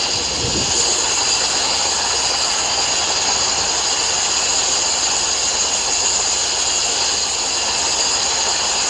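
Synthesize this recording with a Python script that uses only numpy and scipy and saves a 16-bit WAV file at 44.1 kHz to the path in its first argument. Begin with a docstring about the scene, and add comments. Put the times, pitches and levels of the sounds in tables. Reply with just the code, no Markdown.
"""Sandblasting nozzle playing air and grit on flat steel parts in a small booth.
The turbulent jet hisses, flutters, roars on the plate and whistles across a slot; stray grains tick.
Early on a part is shoved and turned over, and deflected air buffets the microphone.
An extractor motor hums behind. Jet and ticks ring in several bands of the booth and a closed camera case."""
import sys
import numpy as np
from scipy import signal
from scipy.fft import rfft, irfft, next_fast_len
from scipy.io import wavfile
from scipy.ndimage import uniform_filter1d

SR = 44100
rng = np.random.default_rng(int(sys.argv[2]) if len(sys.argv) > 2 else 0)


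def transcribe(signal):
    """Save signal, clipped to [-1, 1], as a 16-bit WAV file at the path in sys.argv[1]."""
    frames = np.atleast_2d(signal).T
    limited = np.clip(frames, -1, 1)
    pcm = np.round(limited * 32767).astype(np.int16)
    wavfile.write(sys.argv[1], SR, pcm)


N = 392049
HOP = 256
TIME_S = np.arange(N) / SR

# hand-guided jet, levels used about their means: t/s, hiss/dB, grit sizzle/dB, air roar/dB, spray/dB
AIM_CURVES = [(0.0, -16.5, -10, -10, -36.5), (0.25, -20.0, -4.5, -8.0, -39), (0.68, -18.5, -3.5, -8, -37),
              (0.78, -18.0, 3, -7.5, -30.5), (1.05, -19.0, -0.5, -4.5, -33),
              (1.5, -18.0, -1.5, -5.5, -32.5), (2.5, -19.5, -1, -3, -34), (3.4, -18, 0, -5.0, -39),
              (4.1, -19.5, 1.5, -4.5, -34.5), (4.6, -18.5, 2, -5.5, -35), (5.6, -19.5, 1.5, -6, -35),
              (6.2, -19.5, 3, -6, -34.5), (6.8, -19.5, 1.5, -6.5, -34), (7.07, -17.5, -1, -7.5, -35),
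              (7.3, -20.5, -2.5, -6.5, -35), (7.9, -18.5, 0.5, -5.5, -33.5), (8.4, -19.5, 0.5, -4.0, -37),
              (8.88, -19.0, 0.5, -3.5, -34.0)]
# jet slipping off the steel: t/s, sizzle loss/dB
AIM_SLIPS = [(1.73, 5), (2.04, 2), (2.32, 3), (2.73, 3.5), (6.53, 3.5), (7.69, 3.5), (8.17, 2)]
# smooth jet spectrum: f/Hz, relative density/dB
JET_SPECTRUM = [(60, -35), (180, -14), (400, 0), (1000, 0), (2100, -7), (3700, -6.5), (6000, -8),
                (7500, -4.5), (8700, -11), (10400, -28.5), (11700, -40), (12900, -39), (13500, -67)]
# jet flutter: f/Hz, rms depth/dB
JET_FLUTTER = [(300, 1.5), (900, 1.3), (2000, 1.23), (3000, 1), (4300, 1.5), (6800, 1.5), (9000, 1.4),
               (12000, 3)]
# booth and bench resonances and nulls: f/Hz, half width/Hz, gain/dB
BOOTH_BANDS = [(200, 12, 8), (272.4, 9.8, 5), (316, 13.4, -4), (351.5, 12, 1.5), (393, 9.4, 1.5),
               (470, 11, 4), (495, 12, -2.5), (535, 12, 3), (580, 18, -1.5), (632, 10, 2), (664, 8.8, -3.5),
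               (710.5, 11.3, 6.5), (797, 16, 5), (849, 8.8, -2), (875, 64, 5.5), (974, 6.5, 6),
               (1058, 8.8, 4.5), (1190, 14, 0), (1272, 9, 4.5), (1282, 14.4, -12.5), (1325, 12.6, 8.5),
               (1333, 10, -4), (1447, 27, 3), (1520, 12, -2.5), (1700, 66, 3)]
# camera case resonances and nulls: f/Hz, half width/Hz, gain/dB
CASE_BANDS = [(1400, 50, -1.5), (2030, 52, -1.5), (2821, 223, 10), (3360, 146, 5.5), (3680, 50, 0),
              (4154, 197, 11.5), (4500, 25, -14), (4698, 187, 13), (5036, 150, 9), (5587, 230, 5),
              (5930, 60, -1.5), (6504, 194, 9.5), (7010, 355, 11.4), (8177, 110, -26), (8310, 89, -18),
              (10000, 39, -10)]
# wall reflections: delay/s, gain/dB
WALL_ECHOES = [(0.011, -14.5), (.0152, -30), (.027, -19), (.041, -20.5)]
# jet crossing the slot: t/s, level/dB, half length/s
SLOT_CROSSINGS = [(.86, -26.5, 0.056), (1.33, -28, 0.1), (1.85, -30, .25), (2.33, -31, .06),
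                  (2.48, -25, 0.046), (2.8, -25, .06), (8.043, -21, .025)]
# spilling air: f/Hz, relative density/dB
DRAUGHT_SPECTRUM = [(20, -30), (55, -2), (85, 3.5), (105, -17), (125, 5.5), (160, -3), (215, -3), (300, 0),
                    (500, -5.5), (1200, -61)]
# air thrown off the part: t/s, level/dB, half length/s, upper edge/Hz
GUST_EVENTS = [(0.158, -31, 0.013, 160), (0.448, -23, 0.019, 129), (.485, -27.5, 0.024, 477),
               (.505, -31, .01, 140), (0.584, -23.5, 0.027, 500), (0.702, -29, .014, 170),
               (3.62, -38, .04, 190.7)]
# modes of the part on the bench: f/Hz, width/Hz, gain/dB
PLATE_MODES = [(230, 44, -15), (358, 53, -3.5), (410, 35, -7), (477.6, 15, 5.5)]
# part sliding on the bench: t/s, level/dB, half length/s
PLATE_SHOVES = [(0.185, -33, .035), (0.443, -32, .04), (0.587, -26, 0.025), (0.777, -28, .03),
                (0.886, -31, .02), (0.97, -28, 0.042)]
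# motor tones: f/Hz, rms level/dB
MOTOR_TONES = [(64.6, -46), (124, -57.5)]
# extractor air: f/Hz, relative density/dB
DUCT_SPECTRUM = [(10, -20), (30, -7), (47, 10), (57, -5), (80, 5), (110, 3), (200, -32.5)]


def jet(level_db=-18.5, surge_db=0.25, wander_db=1.55):
    """Turbulent hiss: aim sets roar, sizzle and spray; eddies flutter each band on its own."""
    t = np.arange(N // HOP + 8) * HOP / SR
    hz = np.fft.rfftfreq(4 * HOP, 1 / SR)
    hiss_db, sizzle_db, roar_db, spray_db = aim(t)
    field_db = hiss_db + sizzle_db * above(hz, 6300, order=16)
    field_db += roar_db * (1 - above(hz, 2560)) * above(hz, 590)
    field_db += (spray_db - field_db) * above(hz, 7300, order=24)  # rebounding spray takes the top
    shape = field_db.shape
    field_db += log_interp(JET_FLUTTER, hz) * eddies(shape, slow_hz=4.8, fast_hz=22, span_hz=437)
    # uneven grit feed surges all bands together
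    field_db += surge_db * eddies(shape, slow_hz=6.3, fast_hz=40, span_hz=6000)
    # narrow peaks and hollows wander as the nozzle moves
    wander = eddies(shape, slow_hz=0.27, fast_hz=2.97, span_hz=69)
    field_db += wander_db * above(hz, 1120, order=4) * wander
    noise = rng.standard_normal(shape) + 1j * rng.standard_normal(shape)
    _, air = signal.istft((noise * amp(field_db)).T, nperseg=4 * HOP, noverlap=3 * HOP)
    return amp(level_db) * unit_rms(filtered(unit_rms(air[:N]), jet_colour))


def aim(t, slip_half_s=0.045):
    """Hiss, sizzle, roar, spray in dB about their means: slow guiding, brief slips, wrist waggle."""
    hiss_db, sizzle_db, roar_db, spray_db = curves_at(AIM_CURVES, t)
    slip_db = sum(db * bell(t, at_s, slip_half_s) for at_s, db in AIM_SLIPS)
    wrist = waggle(t)
    levels_db = hiss_db, sizzle_db - slip_db, roar_db + 0.2 * wrist, spray_db - 0.7 * slip_db - 1.5 * wrist
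    return [db[:, None] - db.mean() for db in levels_db]


def waggle(t, rate_hz=6.6, unsteadiness=0.39):
    """Wrist rocking the nozzle at an uneven pace."""
    pace = 1 + unsteadiness * unit_rms(uniform_filter1d(rng.standard_normal(len(t)), size=24))
    return np.sin(2 * np.pi * (rng.random() + np.cumsum(rate_hz * pace) * (t[1] - t[0])))


def eddies(shape, slow_hz, fast_hz, span_hz):
    """Random frame-by-bin field fluttering between two rates, alike across span_hz."""
    rate_hz = abs(np.fft.fftfreq(shape[0], HOP / SR))[:, None]
    lag_s = np.fft.rfftfreq(shape[1], SR / 2 / (shape[1] - 1))
    rate_band = above(rate_hz, slow_hz) * (1 - above(rate_hz, fast_hz, order=4))
    weight = rate_band * np.exp(-0.5 * (np.pi * lag_s * span_hz) ** 2)
    return unit_rms(np.fft.irfft2(np.fft.rfft2(rng.standard_normal(shape)) * weight, shape))


def jet_colour(hz):
    """Amplitude spectrum of the jet through booth and case."""
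    bands_db = sum(db * bell(hz, centre_hz, half_hz) for centre_hz, half_hz, db in BOOTH_BANDS + CASE_BANDS)
    return amp(log_interp(JET_SPECTRUM, hz) + bands_db)


def walls(x, edge_hz=1500):
    """Near walls return the treble: a faint hollow comb."""
    treble = filtered(x, lambda hz: above(hz, edge_hz, order=4))
    return x + sum(amp(db) * np.interp(TIME_S - delay_s, TIME_S, treble, left=0)
                   for delay_s, db in WALL_ECHOES)


def slot_whistle(centre_hz=4745, width_hz=130, flutter_db=2.5):
    """Fuzzy whistle as the jet crosses the slot in the part."""
    flutter = amp(-flutter_db * drift(knots=220))
    whistle = shaped_noise(lambda hz: 1 / (1 + ((hz - centre_hz) / width_hz) ** 2) ** 2)
    return swells(SLOT_CROSSINGS) * flutter * whistle


def ricochets(level_db=-38, rate_per_s=70, spread_db=4, edge_hz=4000):
    """Single grains fly back and tick on the case."""
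    sizes = amp(spread_db * np.minimum(rng.exponential(1, N), 4))
    clicks = sizes * rng.choice([-1, 1], N) * (rng.random(N) < rate_per_s / SR)
    ticks = filtered(clicks, lambda hz: jet_colour(hz) * above(hz, edge_hz, order=2))
    return amp(level_db) * unit_rms(ticks)


def draught(level_db=-44, turn_db=-32, turn_s=0.47, turn_half_s=0.22):
    """Spent air rumbles on the microphone with the jet's force; swells as the turned part deflects it."""
    rumble = shaped_noise(lambda hz: amp(log_interp(DRAUGHT_SPECTRUM, hz)))
    hiss_db, _, roar_db, _ = curves_at(AIM_CURVES, TIME_S)
    push_db = 3.1 * hiss_db + 1.4 * roar_db
    spill = amp(level_db + push_db - push_db.mean())
    deflected = amp(turn_db) * bell(TIME_S, turn_s, turn_half_s)
    return (spill + deflected) * rumble


def gusts(low_hz=70):
    """Short low buffets as the jet glances off a part towards the microphone."""
    out = np.zeros(N)
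    for at_s, db, half_s, top_hz in GUST_EVENTS:
        near = abs(TIME_S - at_s) < 0.2
        envelope = bell(TIME_S[near], at_s, half_s)
        air = filtered(rng.standard_normal(SR), lambda hz: above(hz, low_hz) * (1 - above(hz, top_hz)))
        puff = envelope * air[:len(envelope)]
        out[near] += amp(db) * puff * np.linalg.norm(envelope) / np.linalg.norm(puff)
    return out


def plate_drag():
    """Grit under the sliding part rubs its low modes at each shove."""
    def modes(hz):
        return abs(sum(amp(db) / (1 + 2j * (hz - mode_hz) / width_hz) ** 2
                       for mode_hz, width_hz, db in PLATE_MODES))
    return swells(PLATE_SHOVES) * shaped_noise(modes)


def extractor(waver_db=1.0, drift_rad=0.4, duct_db=-47):
    """Wavering motor hum over the rumble of its air."""
    out = amp(duct_db) * shaped_noise(lambda hz: amp(log_interp(DUCT_SPECTRUM, hz)))
    for hz, db in MOTOR_TONES:
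        peak = np.sqrt(2) * amp(db + waver_db * drift(knots=40))
        out += peak * np.sin(2 * np.pi * hz * TIME_S + drift_rad * drift(knots=40))
    return out


def amp(db):
    """dB to amplitude."""
    return 10 ** (np.asarray(db) / 20)


def unit_rms(x):
    """Scale to rms 1."""
    return x / np.sqrt(np.mean(x ** 2) + 1e-20)


def log_interp(rows, hz):
    """Table value at hz, on a log-frequency axis."""
    row_hz, values = np.transpose(rows)
    return np.interp(np.log(hz + 1), np.log(row_hz + 1), values)


def curves_at(rows, t):
    """Each curve of a table at times t."""
    row_s, *columns = np.transpose(rows)
    return [np.interp(t, row_s, column) for column in columns]


def bell(x, centre, half_width):
    """Gaussian, peak 1, sigma half_width."""
    return np.exp(-0.5 * ((x - centre) / half_width) ** 2)


def swells(rows):
    """Envelope with one bell per event."""
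    return sum(amp(db) * bell(TIME_S, at_s, half_s) for at_s, db, half_s in rows)


def drift(knots):
    """Random line through evenly spaced knots."""
    return np.interp(TIME_S, np.linspace(0, TIME_S[-1], knots), rng.standard_normal(knots))


def above(hz, edge_hz, order=8):
    """Soft step from 0 to 1 at edge_hz."""
    return 1 - 1 / (1 + (hz / edge_hz) ** order)


def filtered(x, gain):
    """Zero-phase filter by gain(hz)."""
    size = next_fast_len(len(x) + 4096)
    grid_hz = np.linspace(0, SR / 2, 8193)
    response = np.interp(np.fft.rfftfreq(size, 1 / SR), grid_hz, gain(grid_hz))
    return irfft(rfft(x, size) * response, size)[:len(x)]


def shaped_noise(gain):
    """Noise shaped by gain(hz), rms 1."""
    return unit_rms(filtered(rng.standard_normal(N), gain))


def scene():
    """Mono mix: jet, whistle, grit, moving air, sliding part, extractor."""
    return (walls(jet()) + slot_whistle() + ricochets() + draught() + gusts() + plate_drag()
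            + extractor())[None]


def record(dry):
    """Steep low-pass at 13.7 kHz."""
    taps = signal.firwin(511, 13700, window=("kaiser", 9), fs=SR)
    return signal.oaconvolve(dry, taps[None], "same")


dry = scene()
out = record(dry)
transcribe(out)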